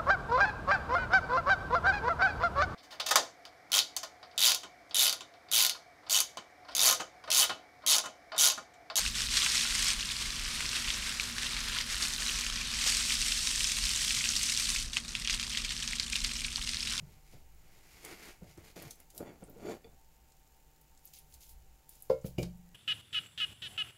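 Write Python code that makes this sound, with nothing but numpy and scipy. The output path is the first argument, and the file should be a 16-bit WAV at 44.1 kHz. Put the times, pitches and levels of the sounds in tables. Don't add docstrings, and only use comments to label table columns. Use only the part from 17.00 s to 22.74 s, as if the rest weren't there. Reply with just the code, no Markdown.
import sys
import numpy as np
from scipy import signal
from scipy.fft import rfft, irfft, next_fast_len
from scipy.io import wavfile
from scipy.ndimage import uniform_filter1d

SR = 44100
rng = np.random.default_rng(int(sys.argv[2]) if len(sys.argv) > 2 else 0)


def waveform_to_disk(signal):
    frames = np.transpose(np.atleast_2d(signal))
    scaled = np.clip(frames, -1, 1) * 32767
    samples = np.round(scaled).astype(np.int16)
    wavfile.write(sys.argv[1], SR, samples)


N = 253352

# start of full drive in seconds, rise, hold and fall in seconds,
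# drive in dB, then counter boom, body and hiss in dB over the drive.
HAND_STROKES = [(0.01, 0.14, 0.045, .12, -77.5, 23, 7.5, 0.5), (0.12, .1, 0.015, 0.14, -75, -2, -1, 2),
                (0.29, 0.11, 0.036, 0.091, -76, -6, -17, 7.5),
                (0.335, 0.015, .015, 0.1, -77.5, 16, 13.5, 3),
                (0.7, 0.34, 0.073, 0.34, -70, -2.5, -4, -1.5), (0.9, 0.15, 0.11, 0.27, -69.5, -6, -21, 3),
                (1.065, 0.11, 0.068, 0.073, -55, -13, -2, -3),
                (1.225, 0.084, 0.072, 0.074, -54.5, -25, -7, -2.5),
                (1.42, 0.017, 0.014, 0.091, -81, 20, 19, -4), (1.5, 0.093, 0.012, 0.094, -68, 7, -5.5, 3.5),
                (1.577, .008, 0.0063, 0.095, -64, 11, 5.5, -7),
                (1.65, 0.042, 0.052, 0.044, -64.5, -12, -4, 2),
                (1.762, 0.0072, 0.011, 0.15, -55, -6, 2.5, -2.5),
                (1.83, 0.06, 0.05, 0.042, -66.5, 13, 3.5, 3.5), (2.0, 0.027, 0.015, 0.04, -72, -14, -1, 3)]


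def hand_strokes():
    return rub(*played(HAND_STROKES), plate_db=-8.0, per_s=3000, rasp_db=-3.5, spread_db=-1.0,
               chatter_db=0.88, damped=1.0)


# start of full drive in seconds, rise, hold and fall in seconds,
# drive in dB, then counter boom, body and hiss in dB over the drive.
FOOT_DRAGS = [(2.17, 0.053, 0.021, .03, -68, 5, 12.3, -10),
              (2.203, 0.0072, 0.005, 0.037, -58.5, 5.5, 15, -18),
              (2.256, 0.062, 0.032, 0.097, -56, -6, 3.6, -21),
              (2.424, 0.027, 0.011, 0.061, -65.5, 4, 5.6, -7),
              (2.488, 0.024, 0.016, 0.067, -80.5, 19, 20.6, -7),
              (2.58, 0.037, 0.015, 0.06, -75, 13, 6.7, -8),
              (2.69, 0.11, 0.033, 0.054, -47.5, -5, 6.1, -10.5), (2.846, 0.023, .01, .15, -73, 10, 10, -8)]


def foot_drags():
    return rub(*played(FOOT_DRAGS), plate_db=-2.0, per_s=1500, rasp_db=-9.0, spread_db=0.0,
               chatter_db=1.5, damped=1.0)


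# relative level in dB, undamped T60 in seconds.
PLATE_HZ = [345, 440, 1180, 1432, 1960, 2250, 2410, 3500, 4570, 5850, 6650, 7050]
PLATE_MODES = [(9.5, 0.13), (2.5, 0.57), (-2, 0.18), (-10, 0.098), (-6, 0.12), (-6.5, 0.065), (-1.5, 0.047),
               (-1.5, 0.11), (3.5, 0.047), (-2, .03), (-3, 0.075), (2.5, 0.053)]
# frequency in Hz, relative level in dB per Hz.
RASP_COLOUR = [(410, -55), (700, 1), (818, -0.5), (1140, 2), (1280, 2), (2250, 7), (3030, -2), (5000, -21),
               (6500, -83), (11000, -120)]
HISS_COLOUR = [(1940, 6), (3300, -1.5), (4680, 2.5), (5380, 1), (7010, 0.5), (7840, -3.5), (13200, -3.5),
               (16000, -15)]
BOOM_COLOUR = [(55, -32), (80, 4), (110, 4), (170, -0.5), (220, -17), (300, -82)]
BODY_COLOUR = [(110, -65), (190, -3.5), (215, -6.5), (436, -6.5), (487, -8.5), (762, -12), (1100, -31.5),
               (1430, -23.5), (2420, -120)]
CHATTER_PER_S = 70
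RING_GROWTH = 0.38


def rub(drive, boom, body, hiss, plate_db, per_s, rasp_db, spread_db, chatter_db, damped):
    catches = uniform_filter1d(rng.standard_normal(N), int(SR / CHATTER_PER_S))
    chatter = gain_of(chatter_db * evened(catches))
    slips = chatter * grit(per_s, spread_db)
    rasp = gain_of(rasp_db) * coloured(slips, RASP_COLOUR)
    ringing = signal.oaconvolve(slips, ring(PLATE_HZ, PLATE_MODES, damped))[:N]
    plate = evened(above(ringing, 254))
    pressure = (drive / drive.max()) ** RING_GROWTH
    sound = drive * (rasp + gain_of(plate_db) * pressure * plate)
    fine_slips = chatter * grit(per_s=6900, spread_db=2.5)
    sound += hiss * coloured(fine_slips, HISS_COLOUR)
    return sound + boom * coloured(slips, BOOM_COLOUR) + body * coloured(slips, BODY_COLOUR)


# start in seconds, level in dB, mode in Hz, T60 in seconds,
# noisy puff in dB relative to the mode.
COUNTER_BUMPS = [(0.024, -36, 142.5, 0.11, -35), (0.333, -42.5, 124, 0.097, -12),
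                 (1.418, -32, 177.6, 0.072, -18.5), (1.576, -36.5, 338, 0.045, -24),
                 (1.762, -41, 186, 0.12, -12), (2.203, -35, 329, 0.076, -2.5),
                 (2.422, -37, 178, 0.06, -7.5), (2.484, -45.5, 152, 0.092, -5), (2.56, -46, 464, 0.12, -18),
                 (2.646, -28.5, 343, 0.064, -30), (2.681, -31.5, 441, 0.14, -13),
                 (2.844, -44, 462, 0.096, -15)]


def counter_bumps():
    out = np.zeros(N)
    t = np.arange(SR // 5) / SR
    noises = rng.standard_normal((len(COUNTER_BUMPS), len(t)))
    for (s, db, hz, t60, puff_db), noise in zip(COUNTER_BUMPS, noises):
        mode = np.sin(2 * np.pi * hz * t) * (1 - np.exp(-t * hz / 1.56))
        puff = gain_of(puff_db) * coloured(noise, BODY_COLOUR)
        envelope = gain_of(db - 60 * t / t60) * (1 - np.exp(-t / 0.0023))
        add(out, s, envelope * (mode + puff))
    return out


# start in seconds, drive in dB.
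PLATE_TAP = (2.8442, -63)
TAP_CONTACT_S = 0.00036


def plate_tap():
    out = np.zeros(N)
    contact = np.hanning(int(TAP_CONTACT_S * SR))
    tap = signal.oaconvolve(ring(PLATE_HZ, PLATE_MODES, damped=0.46), contact)
    s, db = PLATE_TAP
    add(out, s, gain_of(db) * above(above(tap, 2300), 2300))
    return out


# relative level in dB, T60 in seconds.
FORK_HZ = [2256, 2350, 2445, 2760, 2876, 2975, 3090, 4860]
FORK_MODES = [(-4.5, 0.083), (-4.5, 0.13), (-0.5, 0.047), (-19, 0.021), (5.5, 0.027), (-4, 0.051),
              (-10, .025), (-8, 0.028)]
# start in seconds, drive in dB.
FORK_TAPS = [(5.2455, -63), (5.3831, -38), (5.4263, -49)]


def fork_taps():
    out = np.zeros(N)
    fork = ring(FORK_HZ, FORK_MODES)
    onset = 1 - np.exp(-np.arange(len(fork)) / SR / 0.0017)
    for s, db in FORK_TAPS:
        add(out, s, gain_of(db) * fork * onset)
    return out


# start in seconds, drive in dB, centre of the colour in Hz, its half-width in octaves.
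WET_TICKS = [(1.049, -38.5, 7900, 1.5), (1.5748, -55, 6900, 0.96), (1.8228, -44, 11300, 0.63),
             (1.9081, -38, 7160, 0.99), (1.956, -57, 8960, 0.85), (2.0018, -50.5, 11300, 1.1),
             (2.1026, -51, 9050, 1), (2.148, -52, 13200, 1.7), (2.178, -35, 9000, 1.6),
             (2.4379, -50, 8850, 0.3), (2.4977, -51, 14400, 0.44), (3.32, -59.5, 6200, 1.4),
             (3.8127, -54.5, 14300, 1.3), (3.975, -55.5, 6500, 0.94), (4.0534, -42.5, 14000, 0.5),
             (4.0744, -53, 6900, 0.64), (4.136, -47, 14200, 1.2), (4.1574, -51, 10900, 0.39),
             (4.1874, -46, 10600, 0.34), (4.34, -47, 7500, 1.4), (4.4069, -52, 10900, 1.4),
             (4.4927, -49, 14400, 2.2), (4.8923, -43, 13800, 1.1), (4.9533, -53.5, 9480, 1.3),
             (5.0035, -55, 10800, 0.47), (5.0225, -41.5, 10600, 0.67), (5.214, -60, 6850, 0.43),
             (5.4296, -37.5, 5050, 1.2)]
# frequency in Hz, relative level in dB per Hz.
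FIZZ_COLOUR = [(4710, -35), (8000, -5.5), (10800, -1), (14500, -0.5), (16000, -2)]
TICK_T60_S = 0.033
STRAY_PER_S, STRAY_DB, STRAY_SPREAD_DB = 12, -76, 3


def wet_ticks():
    out = np.zeros(N)
    t = np.arange(SR // 8) / SR
    snap = gain_of(-60 * t / 0.0085)
    fizz = gain_of(-4.5 - 60 * t / TICK_T60_S)
    shape = (1 - np.exp(-t / 0.00078)) * (snap + fizz)
    f = np.geomspace(1200, 17000, num=24)
    for (s, db, hz, width), noise in zip(WET_TICKS, rng.standard_normal((len(WET_TICKS), len(t)))):
        octaves = np.log2(f / hz)
        colour = np.c_[f, np.maximum(-12 * (octaves / width) ** 2, -40)]
        add(out, s, gain_of(db) * shape * coloured(noise, colour))
    strays = signal.oaconvolve(grit(STRAY_PER_S, STRAY_SPREAD_DB), shape)[:N]
    return out + gain_of(STRAY_DB) * strays * coloured(rng.standard_normal(N), FIZZ_COLOUR)


# start of full level in seconds, rise, hold and fall in seconds,
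# level in dB, fine fizz in dB over it.
CRACKLE_RUNS = [(1.908, 0.014, .003, 0.035, -59.5, 0), (2.104, 0.0069, 0.0025, 0.015, -61.5, -13),
                (2.165, 0.046, 0.015, 0.028, -65.5, 6), (4.055, 0.05, 0.022, 0.096, -70.5, 3.5),
                (4.138, 0.013, 0.04, 0.047, -61, -3), (4.345, 0.092, .005, 0.024, -66.5, 3.5),
                (4.42, 0.036, 0.024, 0.069, -63, 1), (4.5, 0.042, 0.017, 0.037, -69.5, 6.5),
                (4.893, .01, 0.03, 0.38, -69.5, 2.5), (5.1, 0.0068, .005, .05, -64.5, 0.5),
                (5.262, 0.021, 0.0069, 0.041, -57.5, 3), (5.384, 0.0047, 0.0044, 0.053, -53.5, -3.5),
                (5.426, 0.015, 0.0039, 0.019, -62, 4)]
# frequency in Hz, relative level in dB per Hz.
WET_COLOUR = [(1060, -44), (1800, -18), (2160, 0), (3260, 3.5), (7240, 7.5), (8000, -3), (10400, -14),
              (17600, -120)]


def sticky_crackle():
    crackle, fizz = played(CRACKLE_RUNS)
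    coarse = crackle * coloured(grit(per_s=6000, spread_db=4.0), WET_COLOUR)
    return coarse + fizz * coloured(grit(per_s=34000, spread_db=0.0), FIZZ_COLOUR)


# relative level in dB, T60 in seconds (undamped for wall and base).
WALL_HZ = [457, 523, 584, 638, 733, 849, 980, 1027, 1180, 1378, 1435, 2164]
WALL_MODES = [(-7.5, 0.174), (0.5, 0.14), (-9, 0.21), (-24, 0.11), (-23, .09), (-13, 0.043), (-13, 0.049),
              (-30, 0.096), (-25, .05), (-18.5, 0.16), (-21, 0.06), (-15, 0.21)]
BASE_HZ = [64, 129, 152, 197, 280, 348]
BASE_MODES = [(-4.5, 0.52), (-11.5, 0.6), (-4.5, 0.12), (-3.5, 0.14), (11.5, 0.012), (5, 0.15)]
SWAY_HZ = [176.6, 200]
SWAY_MODES = [(-1, 0.72), (-18, 0.97)]
SWAY_WAVER = 0.31
# frequency in Hz, relative level in dB per Hz.
SPLAT_COLOUR = [(600, 15), (1100, 3.5), (2200, -3.5), (3000, -8.5), (4000, -6.5), (5000, -0.5), (6000, -19),
                (16000, -28)]
SLUMP_COLOUR = [(60, -15), (110, 7.5), (350, 4.5), (650, 0.5), (850, -27), (1100, -59)]
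# first touch in seconds, delay of the main push in ms, its contact time in ms,
# drive of wall, base and sway in dB, share of ring time left by the pulp, splat in dB, slump in dB.
LUMPS = [(5.098, 3.33, 1.12, -14.5, -39.5, -64, 1, -44, -50),
         (5.2443, 2.17, 3.38, -22, -36, -52, 0.76, -56.5, -47),
         (5.3812, 3.25, 1.73, -23.5, -32, -42, 0.71, -50, -34.5),
         (5.428, 3.5, 2, -49, -43, -40.5, 0.86, -49.5, -53)]


def bowl():
    out = np.zeros(N)
    t = np.arange(SR // 4) / SR
    ms = t[:500] * 1e3
    for row, noise in zip(LUMPS, rng.standard_normal((len(LUMPS), len(t)))):
        s, lag, contact, wall_db, base_db, sway_db, damped, splat_db, slump_db = row
        push = np.sin(np.pi * np.clip((ms - lag) / contact, 0, 1)) ** 2
        touch = np.sin(np.pi * np.clip(ms / (0.89 * contact), 0, 1)) ** 2
        dent = np.sin(np.pi * np.clip(ms / lag, 0, 1))
        force = push / push.sum() - 0.5 * dent / dent.sum() - 0.2 * touch / touch.sum()
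        drift = uniform_filter1d(uniform_filter1d(np.tile(noise, 2), size=900), size=900)
        uneven = 1 + SWAY_WAVER * evened(drift)
        wall = gain_of(wall_db) * above(ring(WALL_HZ, WALL_MODES, damped), 446)
        base = gain_of(base_db) * ring(BASE_HZ, BASE_MODES, damped)
        sway = gain_of(sway_db) * uneven * ring(SWAY_HZ, SWAY_MODES)
        add(out, s, signal.oaconvolve(wall + base + sway, force))
        add(out, s, gain_of(splat_db - 60 * t / 0.11) * coloured(noise, SPLAT_COLOUR))
        slump = gain_of(slump_db - 60 * t / 0.22) * (1 - np.exp(-t / 0.0014))
        add(out, s, slump * coloured(noise, SLUMP_COLOUR))
    return out


KITCHEN_T60_S, KITCHEN_DB = 0.21, -8


def kitchen(x):
    t = np.arange(SR // 3) / SR
    tail = rng.standard_normal(len(t)) * gain_of(-60 * t / KITCHEN_T60_S) * (t > 0.004)
    tail = above(tail, 620)
    return signal.oaconvolve(x, tail / np.linalg.norm(tail))[:N]


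# time in seconds, level in dB.
RUMBLE_LEVEL = [(0.0, -57.5), (0.57, -58), (0.73, -62.5), (1.69, -61.5), (2.0, -66), (2.14, -62.5),
                (2.72, -61), (3.12, -62.5), (4.11, -65), (4.66, -54.5), (4.84, -64), (5.3, -58.5),
                (5.39, -54), (5.55, -58), (5.74, -62)]
# frequency in Hz, relative level in dB per Hz.
RUMBLE_COLOUR = [(7.1, -86), (12, 5.5), (27, -10.5), (47, -4), (72, -6.5), (86, -51), (102, -15),
                 (130, -29), (170, -22), (290, -120)]


def rumble():
    level_db = np.interp(np.arange(N) / SR, *np.transpose(RUMBLE_LEVEL))
    return gain_of(level_db) * coloured(rng.standard_normal(N), RUMBLE_COLOUR)


# frequency in Hz, width in Hz, level in dB.
HUM_TONES = [(151, 6.8, -79.5), (776, 27, -80), (899, 15.5, -80)]


def appliance_hum():
    return sum(gain_of(db) * wavering(hz, width) for hz, width, db in HUM_TONES)


# rise (and fall) in seconds, hold in seconds, level in dB, width in Hz.
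LATE_TONE = (.1, .1, -83, 25)
LATE_TONE_S, LATE_TONE_HZ = 5.66, 1915


def late_tone():
    rise, hold, db, width = LATE_TONE
    return played([(LATE_TONE_S, rise, hold, rise, db)])[0] * wavering(LATE_TONE_HZ, width)


# frequency in Hz, relative level in dB per Hz.
AIR_COLOUR = [(53, -22), (90, -14), (144, 1.5), (174, -5), (465, -6.5), (555, -9), (755, -9.5), (813, -18),
              (875, -7), (955, -14), (3000, -14.5), (3900, -85), (6600, -120)]
MIC_COLOUR = [(2400, -59), (3000, -0.5), (6300, 1.5), (7200, 6), (7900, 0.5), (8300, -1.5), (10400, -1),
              (12500, 0), (13500, 4.5), (14800, -0.5), (15100, -5), (16200, 10)]
AIR_DB, MIC_DB = -73, -71.5


def still_air():
    air = gain_of(AIR_DB) * coloured(rng.standard_normal(N), AIR_COLOUR)
    pricks = gain_of(12.5) * grit(per_s=550, spread_db=2.0)
    return air + gain_of(MIC_DB) * coloured(rng.standard_normal(N) + pricks, MIC_COLOUR)


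def gain_of(db):
    return 10 ** (np.asarray(db) / 20)


def evened(x):
    return x / np.sqrt(np.mean(x ** 2) + 1e-20)


def add(mix, s, sound):
    part = mix[round(s * SR):][:len(sound)]
    part += sound[:len(part)]


def coloured(x, points):
    hz, db = np.transpose(points)
    size = next_fast_len(len(x))
    f = np.fft.rfftfreq(size, 1 / SR)
    gain = gain_of(np.interp(np.log(f + 1), np.log(hz), db, -90, -90))
    return evened(irfft(rfft(x, size) * gain, size)[:len(x)])


EDGE_DB = -20.0


def played(rows):
    s, rise, hold, fall, db, *over_db = np.transpose(rows)[..., None]
    t = np.arange(0, N + 64, 32) / SR
    before = np.maximum(s - t, 0) / rise
    after = np.maximum(t - s - hold, 0) / fall
    shape = gain_of(db + EDGE_DB * (before + after))
    seconds = np.arange(N) / SR
    return [np.interp(seconds, t, (shape * gain_of(part_db)).sum(0)) for part_db in [0, *over_db]]


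def grit(per_s, spread_db):
    happens = rng.random(N) < per_s / SR
    size = gain_of(spread_db * np.minimum(rng.exponential(1, N), 4))
    return happens * size * rng.standard_normal(N)


def ring(hzs, modes, damped=1):
    t = np.arange(SR // 2) / SR
    return sum(gain_of(db - 60 * t / (t60 * damped)) * np.sin(2 * np.pi * hz * t)
               for hz, (db, t60) in zip(hzs, modes))


def above(x, hz):
    return signal.lfilter(*signal.butter(2, hz, "high", fs=SR), x)


def wavering(hz, width):
    r = np.exp(-np.pi * width / SR)
    noise = rng.standard_normal(N) + 1j * rng.standard_normal(N)
    waver = signal.lfilter([1], [1, -r], noise)
    phasor = 1.75 + evened(waver.real) + 1j * evened(waver.imag)
    return evened((phasor * np.exp(2j * np.pi * hz * np.arange(N) / SR)).real)


def scene():
    plate = hand_strokes() + foot_drags() + counter_bumps() + plate_tap()
    food = fork_taps() + wet_ticks() + sticky_crackle() + bowl()
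    near = above(plate + food, 57)
    background = rumble() + appliance_hum() + late_tone() + still_air()
    return (near + gain_of(KITCHEN_DB) * kitchen(near) + background)[None]


BAND_EDGE_HZ = 15790


def record(dry):
    lowpass = signal.firwin(511, BAND_EDGE_HZ, window=("kaiser", 9), fs=SR)
    return signal.oaconvolve(dry, lowpass[None], "same")


dry = scene()
out = record(dry)
waveform_to_disk(out)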